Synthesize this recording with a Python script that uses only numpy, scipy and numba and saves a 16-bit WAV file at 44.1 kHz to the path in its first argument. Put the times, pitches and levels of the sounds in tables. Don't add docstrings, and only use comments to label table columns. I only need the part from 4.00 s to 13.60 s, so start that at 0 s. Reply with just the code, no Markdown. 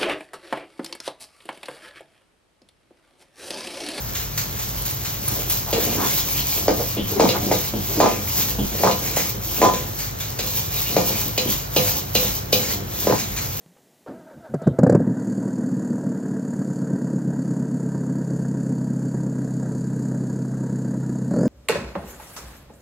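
import sys
import numpy as np
from scipy import signal
from scipy.fft import rfft, irfft
from scipy.io import wavfile
from scipy.ndimage import uniform_filter1d
from numba import njit

SR = 44100
rng = np.random.default_rng(int(sys.argv[2]) if len(sys.argv) > 2 else 0)


def materialize(psi):
    bounded = np.clip(np.atleast_2d(psi).T, -1, 1)
    quanta = np.round(bounded * 32767).astype(np.int16)
    wavfile.write(sys.argv[1], SR, quanta)


N = 423360
TIME = np.arange(N) / SR
AGE = np.arange(SR) / SR
MIC_LAG_S = 5.3e-5

# (pitch [Hz], level [dB], ring time [s])
LADLE_TONES = [(2000, -13, .26), (2262, -13, .25), (2410, -8, .19), (2453, -5, .22), (2545, -8, .3),
               (2633, -7, .35), (2816, -4, .22), (2880, -11, .2), (2978, -4, .16), (3150, -7, .25),
               (3285, -7, .25), (3490, -6, .3), (3660, -7, .3), (3770, -5, .2), (3960, -7, .3),
               (4030, -4, .17), (4120, -2, .2), (4430, -6, .2), (4600, -3, .24), (4787, -1, .16),
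               (5280, -1, .2), (6131, -1, .2), (6400, -4, .2), (7235, -4, .14)]
# (pitch [Hz], level [dB], ring time [s])
WOK_TONES = [(184, 2, .45), (243, -2, .4), (294, -5, .4), (363, -3, .35), (449, -2, .45), (506, -2, .45),
             (642, -3, .4), (696, -4, .37), (734, -4, .45), (816, -9, .38), (979, -9, .25), (1136, -14, .3),
             (1219, -9, .36), (1556, -17, .35), (1825, -19, .4)]
# (frequency [Hz], level [dB])
GRIND_SPECTRUM = [(110, 6), (190, 7), (380, 7.5), (600, 1.5), (1000, -11), (1600, -48), (3000, -21)]
# (time [s], level [dB], rattle length [s], rattle [dB], thud pitch [Hz], rim note [dB], snap [dB])
WOK_LANDINGS = [(2.679, -5, 0.043, -17, 580, -34, -24), (3.195, -4, 0.061, -9.5, 643, -21, -33),
                (3.5115, -7.5, 0.046, -31, 604, -30, -26), (3.9997, -3, 0.072, -12.5, 695, -4.5, -30),
                (4.833, -4.5, 0.079, -12.5, 704, -5.5, -32), (5.167, -15, 0.029, -21, 590, -24, -15),
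                (5.614, -7, 0.075, -7.5, 620, 4.5, -11), (6.9632, -5.5, 0.037, -18.5, 566, -17, -17),
                (9.068, -7.5, 0.065, -17.5, 507, -8, -47)]


def undb(db):
    return 10 ** (np.asarray(db) / 20)


def unit(x):
    return x / np.sqrt(np.mean(x ** 2))


def curve(table):
    return np.interp(TIME, *np.transpose(table))


def add(track, s, sound):
    start = int(s * SR)
    track[start:start + len(sound)] += sound[:N - start]


def colour(x, spectrum):
    hz, db = np.transpose(spectrum)
    f = np.maximum(np.fft.rfftfreq(x.shape[-1], 1 / SR), 1)
    ends = np.minimum(1, np.minimum(f / hz[0], hz[-1] / f)) ** 2
    gain = unit(ends * undb(np.interp(np.log(f), np.log(hz), db)))
    return irfft(rfft(x) * gain, x.shape[-1])


def passband(x, order, hz, kind):
    return signal.sosfilt(signal.butter(order, hz, kind, fs=SR, output="sos"), x)


@njit
def resonance(x, hz, q):
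    out, band_state, low_state = np.empty(len(x)), 0., 0.
    for i in range(len(x)):
        g = np.tan(np.pi * hz[i] / SR)
        band = (band_state + g * (x[i] - low_state)) / (1 + g * (g + 1 / q))
        band_state = 2 * band - band_state
        low_state += 2 * g * band
        out[i] = band / q
    return out


def wander(rate):
    hold = int(SR / rate)
    steps = np.repeat(rng.standard_normal(N // hold + 1), hold)
    return unit(uniform_filter1d(uniform_filter1d(steps, hold), hold)[:N])


def clicks(per_s, spread_db):
    size = undb(spread_db * np.minimum(rng.exponential(size=N), 7))
    return unit((rng.random(N) < per_s / SR) * size * rng.choice([-1, 1], N))


def fade(t60):
    return np.exp(-np.log(1000) * AGE / t60)


def ring(tones, spot_db=0.0):
    hz, db, t60 = np.transpose(tones)
    gain = undb(db + spot_db * rng.standard_normal(len(db)))
    gain = gain / np.sqrt(np.sum(gain ** 2) / 2)
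    return sum(g * fade(t) * np.sin(2 * np.pi * (f * AGE + rng.random()))
               for f, g, t in zip(hz, gain, t60))


def wash(spectrum, t60):
    return colour(rng.standard_normal(SR), spectrum) * fade(t60)


def swoop(start_hz, end_hz, length):
    progress = np.minimum(AGE / length, 1)
    hz = start_hz * (end_hz / start_hz) ** progress
    return np.sin(np.pi * progress ** 1.2) * np.sin(2 * np.pi * np.cumsum(hz) / SR)


def gesture(s, rise, hold, fall):
    age = TIME - s
    return np.clip(age / rise, 0, 1) * np.exp(-np.clip((age - rise - hold) / fall, 0, 20))


def two_mics(x, lag):
    delay = np.exp(-2j * np.pi * np.fft.rfftfreq(N, 1 / SR) * lag)
    return np.array([x, irfft(rfft(x) * delay, N)])


def diffuse(count):
    mid, side = rng.standard_normal((2, count))
    side = passband(side, 2, 260, "high")
    return np.array([mid + side, mid - side])


def burner():
    # (frequency [Hz], level [dB])
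    roar_spectrum = [(20, -38), (36, -26), (49, 5), (62, -7.5), (80, -2.5), (102, 2.5), (130, -1),
                     (180, -9.5), (235, -14), (290, -16.5), (500, -17.5), (900, -23.5), (1700, -26),
                     (6000, -46)]
    hum_hz = 50.3
    hum = unit(np.sin(2 * np.pi * hum_hz * TIME + .5 * wander(rate=6.8)))
    roar = unit(colour(diffuse(N), roar_spectrum))
    return roar * undb(-31.5 + .5 * wander(rate=14)) + undb(-47) * hum


def stirring():
    # (time [s], sizzle [dB])
    simmer = [(0, -37.5), (.8, -34.5), (1.6, -35), (2.3, -29.5), (3.1, -34.5), (5.1, -31.5), (6.25, -38.5),
              (7.1, -29), (8.5, -35), (9.6, -35.5)]
    # (time [s], sizzle [dB], scrape [dB])
    jabs = [(0.148, -33.5, -31.5), (0.374, -24.5, -31.5), (0.587, -42, -36), (.85, -27, -39),
            (1.046, -38, -33.5), (1.275, -29, -37), (1.39, -35, -43), (1.495, -27.5, -35.5),
            (1.725, -32, -28.5), (2.68, -48, -44), (3.2, -38, -27), (3.512, -40, -27.5), (4.0, -42, -26),
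            (5.159, -26, -28.5), (5.615, -34, -26), (5.733, -30.5, -30.5), (5.986, -32, -33.5),
            (6.198, -37, -32), (6.386, -35, -30.5), (6.76, -35, -45), (6.962, -46, -28.5),
            (7.375, -32, -29.5), (7.762, -23.5, -44), (8.145, -20.5, -26.5), (8.522, -20, -33),
            (9.361, -33, -30.5)]
    # (time [s], rise [s], hold [s], sizzle [dB], scrape [dB])
    pushes = [(1.756, 0.06, 0.13, -28.5, -36), (2.014, 0.038, 0.058, -28.5, -32),
              (2.15, 0.027, 0.026, -29, -31.5), (2.31, 0.056, 0.018, -31, -34),
              (2.44, 0.025, 0.14, -30.5, -42), (2.754, 0.029, 0.14, -40, -40.5),
              (3.056, 0.03, 0.063, -32, -41), (3.266, 0.027, 0.022, -34, -31.5),
              (3.384, 0.04, 0.27, -32, -40), (3.835, 0.14, 0.032, -31.5, -33),
              (4.08, 0.018, 0.036, -76, -36), (4.278, 0.097, 0.12, -27.5, -34.5),
              (4.607, 0.16, 0.057, -34, -37.5), (4.767, 0.085, 0.033, -48, -31.5),
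              (4.963, 0.1, 0.21, -33.5, -38), (5.44, 0.13, 0.044, -31, -40),
              (6.42, 0.061, 0.11, -29, -39.5), (6.702, 0.031, 0.18, -35.5, -37.5),
              (7.05, 0.078, 0.065, -31.5, -35), (7.422, 0.091, 0.13, -31.5, -39),
              (7.815, 0.034, 0.067, -29, -32.5), (8.198, 0.042, 0.042, -27.5, -32.5),
              (8.573, 0.037, 0.088, -32.5, -32), (8.885, 0.066, 0.15, -32.5, -40),
              (9.12, 0.031, 0.054, -31, -33.5)]
    tosses = [3.01, 3.75, 4.58, 5.38, 7.32, 7.67, 8.1, 8.48, 8.86]
    heat = undb(curve(simmer)) ** 2
    rub = undb(-45.5) ** 2
    for s, sizzle_db, scrape_db in jabs:
        press = gesture(s, rise=.0039, hold=.0069, fall=.057)
        heat += (undb(sizzle_db) * press) ** 2
        rub += (undb(scrape_db) * press) ** 2
    for s, rise, hold, sizzle_db, scrape_db in pushes:
        heat += (undb(sizzle_db) * gesture(s, rise, hold, fall=.059)) ** 2
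        rub += (undb(scrape_db) * gesture(s, rise, hold, fall=.06)) ** 2
    half_flight_s, dip_db = .071, -6
    airborne = sum(np.exp(-np.minimum(((TIME - s) / half_flight_s) ** 2, 20)) for s in tosses)
    return np.sqrt([heat, rub]) * undb(dip_db * airborne)


def pops(per_s):
    out, age = np.zeros(N), AGE[:SR // 50]
    for when, pitch, size in rng.random((int(per_s * N / SR), 3)):
        hz = 2000 * 3.3 ** pitch
        bubble = np.exp(-hz * age / 4) * np.sin(2 * np.pi * hz * age)
        add(out, when * N / SR, undb(16 * size) * bubble)
    return unit(out)


def sizzle(heat):
    # (time [s], level [dB])
    drops = [(.823, -2), (.865, -1), (.912, 0), (1.281, 5), (1.285, 6), (1.322, 0), (1.499, 4), (1.507, 1),
             (1.5245, 4), (2.111, -2), (2.130, 0)]
    # (frequency [Hz], level [dB])
    spit_spectrum = [(1200, -1), (4000, -10), (7000, -5), (10500, 18), (12000, 3), (16000, -10)]
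    # (frequency [Hz], level [dB])
    sizzle_spectrum = [(500, -15.5), (1000, -4), (1800, -19), (3000, -6), (4200, -4), (6300, 0.5),
                       (8000, -5), (10500, -12), (11500, 5), (13000, 6), (16000, 4.5)]
    patch_lags = [3.9e-5, 5.1e-5, 6.1e-5]
    heat = heat * undb(1.94 * wander(rate=31))
    spits = np.zeros(N)
    for s, db in drops:
        spits[int(s * SR)] = undb(db)
    bubbles = undb(-16) * heat * pops(per_s=110)
    out = two_mics(colour(spits, spit_spectrum) + bubbles, MIC_LAG_S)
    for lag in patch_lags:
        fine = clicks(per_s=2800, spread_db=2.7)
        coarse = undb(-7.5) * clicks(per_s=110, spread_db=2.8)
        steam = undb(-7) * rng.standard_normal(N)
        out += two_mics(heat * colour(fine + coarse + steam, sizzle_spectrum), lag)
    return out


def scrape(rub):
    # (time [s], level [dB])
    ring_freedom = [(0, -27), (1.7, -27), (2.4, 2), (6.1, -14), (6.7, 0.5), (9.6, -9)]
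    # (frequency [Hz], level [dB])
    scratch_spectrum = [(700, -17), (1500, -64), (2400, 7.5), (3200, -1.5), (4600, 12), (6500, 28.5),
                        (9000, 19)]
    slips = clicks(per_s=2000, spread_db=2.0) * rub * undb(1.56 * wander(rate=30))
    singing = 0
    for hz, db, _ in LADLE_TONES:
        ping = unit(fade(t60=.035) * np.sin(2 * np.pi * hz * AGE))[:SR // 16] / np.sqrt(SR)
        feed = undb(db - 12 - 5 * np.log2(hz / 2500) + 3.5 * wander(rate=11))
        singing += feed * signal.oaconvolve(slips, ping)[:N]
    bare = undb(curve(ring_freedom))
    wet = np.maximum(1 - bare, 0)
    squelch = undb(-4) * wet * colour(slips, [(1200, -2), (1900, 1.5), (2800, -.5)])
    edge_slips = clicks(per_s=2000, spread_db=2.0)
    edge_hz = 3950 * np.exp(.16 * wander(rate=13))
    edge = undb(-5) * rub * unit(resonance(edge_slips, edge_hz, q=7.0))
    scratch = undb(-.5) * colour(slips, scratch_spectrum)
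    return scratch + edge + bare * singing + squelch


def drag():
    # (time [s], rise [s], hold [s], level [dB])
    slides = [(1.103, 0.15, 0.27, -41.5), (1.775, 0.18, 0.055, -26), (2.248, 0.059, 0.073, -37),
              (3.3, 0.092, 0.023, -32), (4.322, 0.058, 0.018, -34.5), (4.97, 0.064, 0.031, -38),
              (5.422, 0.11, 0.06, -36.5), (6.358, 0.036, 0.069, -43), (7.06, 0.059, .01, -37.5),
              (7.753, 0.065, 0.12, -39), (8.2, 0.059, 1, -42)]
    bumps = clicks(per_s=500, spread_db=2.5)
    singing = undb(-10) * unit(signal.fftconvolve(bumps, ring(WOK_TONES) * fade(t60=.15))[:N])
    slide_power = sum((undb(db) * gesture(s, rise, hold, fall=.13)) ** 2 for s, rise, hold, db in slides)
    skid_power = sum((undb(db - 27.5) * gesture(s - .15, rise=.15, hold=.047, fall=.15)) ** 2
                     for s, db, *_ in WOK_LANDINGS)
    level = np.sqrt(slide_power + skid_power) * undb(2.5 * wander(rate=20))
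    return (colour(bumps, GRIND_SPECTRUM) + singing) * level


def rasps():
    # (time [s], level [dB], length [s], pitch [Hz])
    strokes = [(1.345, -36, 0.095, 523), (1.657, -33.5, 0.073, 870), (1.737, -22.5, 0.071, 447),
               (1.963, -27, 0.12, 1000), (2.572, -28, 0.025, 394), (2.781, -26.5, 0.047, 497),
               (3.107, -28.5, 0.035, 403), (3.154, -21.5, 0.053, 342), (3.33, -25, 0.048, 915),
               (3.883, -29.5, 0.043, 390), (3.955, -22.5, 0.058, 317), (4.741, -30, 0.021, 413),
               (4.792, -28, 0.034, 467), (6.724, -39, 0.093, 464), (7.086, -29.5, 0.04, 524),
               (9.084, -24.5, 0.069, 198)]
    out = np.zeros(N)
    for s, db, length, hz in strokes:
        grit = colour(rng.standard_normal(SR), [(hz / 2, -14), (hz, 0), (hz * 2, -17)])
        swell = np.sin(np.pi * np.minimum(AGE / length, 1))
        add(out, s, undb(db) * grit * swell)
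    return out


def struck_ladle(spot_hz, boost_db=6, width_octaves=.022):
    tones = []
    for hz, db, t60 in LADLE_TONES:
        octaves_away = min(abs(np.log2(hz / f)) for f in spot_hz)
        tones.append((hz, db + boost_db * np.exp(-(octaves_away / width_octaves) ** 2), t60))
    return tones


def clack():
    spectrum = [(900, -6), (1500, 0), (2300, 0), (3200, -9), (4800, -5), (8000, -16)]
    return undb(-16) * wash(spectrum, t60=.05)


def clanks():
    # (time [s], ladle [dB], wok thud [dB], low tone [Hz], middle tone [Hz], high tone [Hz])
    blows = [(1.728, -22.5, -13, 2816, 3285, 4600), (3.2894, -18.5, -16.5, 2816, 3770, 4600),
             (4.1129, -30, -22.5, 2340, 2545, 4430), (4.911, -24.5, -33, 2816, 2978, 4600),
             (5.7358, -41, -21.5, 2500, 2978, 3770), (6.3917, -24.5, -24.5, 2500, 4787, 6131),
             (7.3783, -17, -17.5, 2500, 2978, 4120), (7.763, -15.5, -11, 2545, 2978, 3285),
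             (8.1516, -15.5, -15, 2350, 2816, 4030), (8.528, -13.5, -14, 2978, 3770, 4600)]
    # (frequency [Hz], level [dB])
    clang_spectrum = [(900, -45), (1800, -11), (2400, -22), (3500, -4), (4600, 17), (6300, 13), (8500, -6),
                      (15000, -45)]
    crack_spectrum = [(1200, -12), (3000, -1), (7000, 0), (9500, -4), (13000, 3), (16000, 3)]
    bowl_spectrum = [(170, 10.5), (280, -7.5), (550, -.5), (800, -7), (1300, -21)]
    out = np.zeros(N)
    for s, ladle_db, thud_db, *spot_hz in blows:
        steel = undb(-.5) * ring(struck_ladle(spot_hz), spot_db=1.5) * fade(t60=.5)
        steel += undb(-10) * wash(clang_spectrum, t60=.1)
        crack = undb(6) * wash(crack_spectrum, t60=.014)
        steel += undb(-31) * ring([(3957, 0, 3.0)])
        hollow = undb(4) * swoop(start_hz=849, end_hz=312, length=.00634) + undb(-15) * ring(WOK_TONES)
        hollow += undb(-15) * wash(bowl_spectrum, t60=.74) + undb(-12) * ring([(504, 0, .33)])
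        add(out, s, undb(ladle_db) * (steel + crack))
        add(out, s, undb(thud_db) * (hollow + clack()))
    return out


def squeals():
    # (time [s], level [dB], length [s], pitch [Hz])
    bites = [(2.35, -35.5, .1, 3000), (2.37, -36, .07, 4000), (2.47, -35.5, .09, 4400),
             (6.73, -38, .045, 2600), (6.755, -33, .05, 3900), (6.84, -37, .09, 2850),
             (6.9, -38, .06, 3900), (7.08, -38, .15, 2455), (8.6, -41, .16, 2200)]
    out = np.zeros(N)
    waver = np.exp(.02 * wander(rate=30))
    slips = clicks(per_s=1200, spread_db=2.0)
    for s, db, length, hz in bites:
        span = slice(int(s * SR), int((s + length) * SR))
        tone = unit(resonance(slips[span], hz * waver[span], q=11.0))
        add(out, s, undb(db) * tone * np.sin(np.pi * AGE[:len(tone)] / length))
    return out


def thud(hz):
    # (frequency [Hz], level [dB])
    sheet_spectrum = [(70, -21), (170, -17), (280, -13), (420, 6), (700, -28), (1050, 4), (1500, 0),
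                      (2200, -21), (3200, 1), (4800, 8), (6500, 11.5), (10000, -24)]
    blow = undb(4.5) * swoop(start_hz=1.9 * hz, end_hz=.55 * hz, length=3.1 / hz)
    blow += undb(-16) * wash(sheet_spectrum, t60=.15)
    return (blow + passband(blow, 1, hz, "low")) / 2


def snap():
    return swoop(start_hz=2700, end_hz=1500, length=.005)


def rattle(length, db, count=10):
    when = .007 + length * (np.arange(count) + rng.random(count)) / count
    size = undb(db) * unit(rng.uniform(.5, 1, count) * np.linspace(1, .6, count))
    return zip(np.append(0, when), np.append(1, size))


def landings():
    # (pitch [Hz], level [dB], ring time [s])
    rim_tones = [(979, -7, .25), (1012, 0, .32), (1075, -12, .18), (1219, -10, .3)]
    # (time [s], level [dB], thud pitch [Hz])
    rebounds = [(2.692, -14.5, 470), (2.6991, -14, 520), (3.2076, -12, 590), (3.2353, -14, 720),
                (3.521, -13.5, 560), (4.0118, -19, 700), (4.03, -12, 800), (4.0374, -10, 740),
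                (4.057, -10, 780), (4.063, -12, 710), (4.846, -12, 537), (4.857, -16, 890),
                (4.8622, -11.5, 470), (4.8721, -8.5, 990), (4.894, -21, 490), (5.626, -7, 544),
                (5.637, -10, 450), (5.648, -8.5, 860), (5.6563, -13, 636), (5.6645, -16, 735),
                (6.976, -17, 516), (9.0955, -11, 507), (9.1068, -12.5, 444), (9.122, -10.5, 850)]
    bend_delay_s, rim_rise_s = .0018, .022
    out, rim = np.zeros((2, N))
    for s, db, length, rattle_db, thud_hz, rim_db, snap_db in WOK_LANDINGS:
        thuds, energy = np.zeros((2, 2 * SR))
        for when, size in rattle(length, rattle_db):
            detune = np.exp(.32 * rng.standard_normal()) if when else 1
            add(thuds, when, size * thud(thud_hz * detune))
            add(energy, when, np.full(SR, size ** 2))
        swing = np.sqrt(energy[:SR])
        bowl = undb(-17) * swing * ring(WOK_TONES, spot_db=2)
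        rim_note = swing * (1 - np.exp(-AGE / rim_rise_s)) * ring(rim_tones) / 2
        add(out, s + bend_delay_s, undb(db) * (thuds[:SR] + bowl + clack() + undb(snap_db) * snap()))
        add(rim, s + bend_delay_s, undb(db + rim_db) * rim_note)
    for s, db, thud_hz in rebounds:
        add(out, s + bend_delay_s, undb(db) * (thud(thud_hz) + clack()))
    return out, rim


def flexes():
    # (time [s], level [dB], handle relative to that level [dB])
    releases = [(2.968, -19.5, -4.5), (3.738, -20.5, -13.5), (4.586, -17.5, -13), (5.347, -31, -15),
                (7.257, -29, -11), (7.457, -22.5, -7), (8.225, -25, -27), (8.819, -34.5, -8)]
    out = np.zeros(N)
    for s, db, handle_db in releases:
        shudder = .7 + .75 * colour(rng.standard_normal(SR), [(30, 0), (120, -2)])
        bend = swoop(start_hz=386, end_hz=206, length=.049)
        bend += undb(-23) * swoop(start_hz=722, end_hz=337, length=.043)
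        bend += undb(9) * swoop(start_hz=242.4, end_hz=138.4, length=.136)
        wobble = undb(-3) * (bend * shudder * fade(t60=.28) + wash(GRIND_SPECTRUM, t60=.17))
        handle = undb(-4) * wash([(2600, -14), (3200, 0), (3900, -14)], t60=.4)
        handle *= np.minimum(AGE / .008, 1)
        knock = undb(-6) * thud(hz=430)
        add(out, s, undb(db) * (knock + wobble + undb(handle_db) * handle))
    return out


def kitchen(x):
    tail = unit(diffuse(SR) * fade(t60=.22) * (AGE > .007)) / np.sqrt(SR)
    tail = passband(tail, 4, 6800, "low")
    return undb(-2.5) * signal.fftconvolve(x[None], tail, axes=1)[:, :N]


def scene():
    heat, rub = stirring()
    frying = sizzle(heat)
    thuds, rim = landings()
    metal = thuds + clanks() + flexes() + drag() + rasps() + scrape(rub) + squeals()
    return burner() + frying + two_mics(metal + rim, MIC_LAG_S) + kitchen(metal + frying[0])


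def record(dry):
    widen_hz, widen_db, top_hz = (750, 1600), 3, 15850
    side = passband((dry[0] - dry[1]) / 2, 1, widen_hz, "band")
    wide = dry + (undb(widen_db) - 1) * np.array([side, -side])
    treble_cut = signal.ellip(10, .2, 80, top_hz, fs=SR, output="sos")
    return signal.sosfilt(treble_cut, np.tanh(wide))


dry = scene()
out = record(dry)
materialize(out)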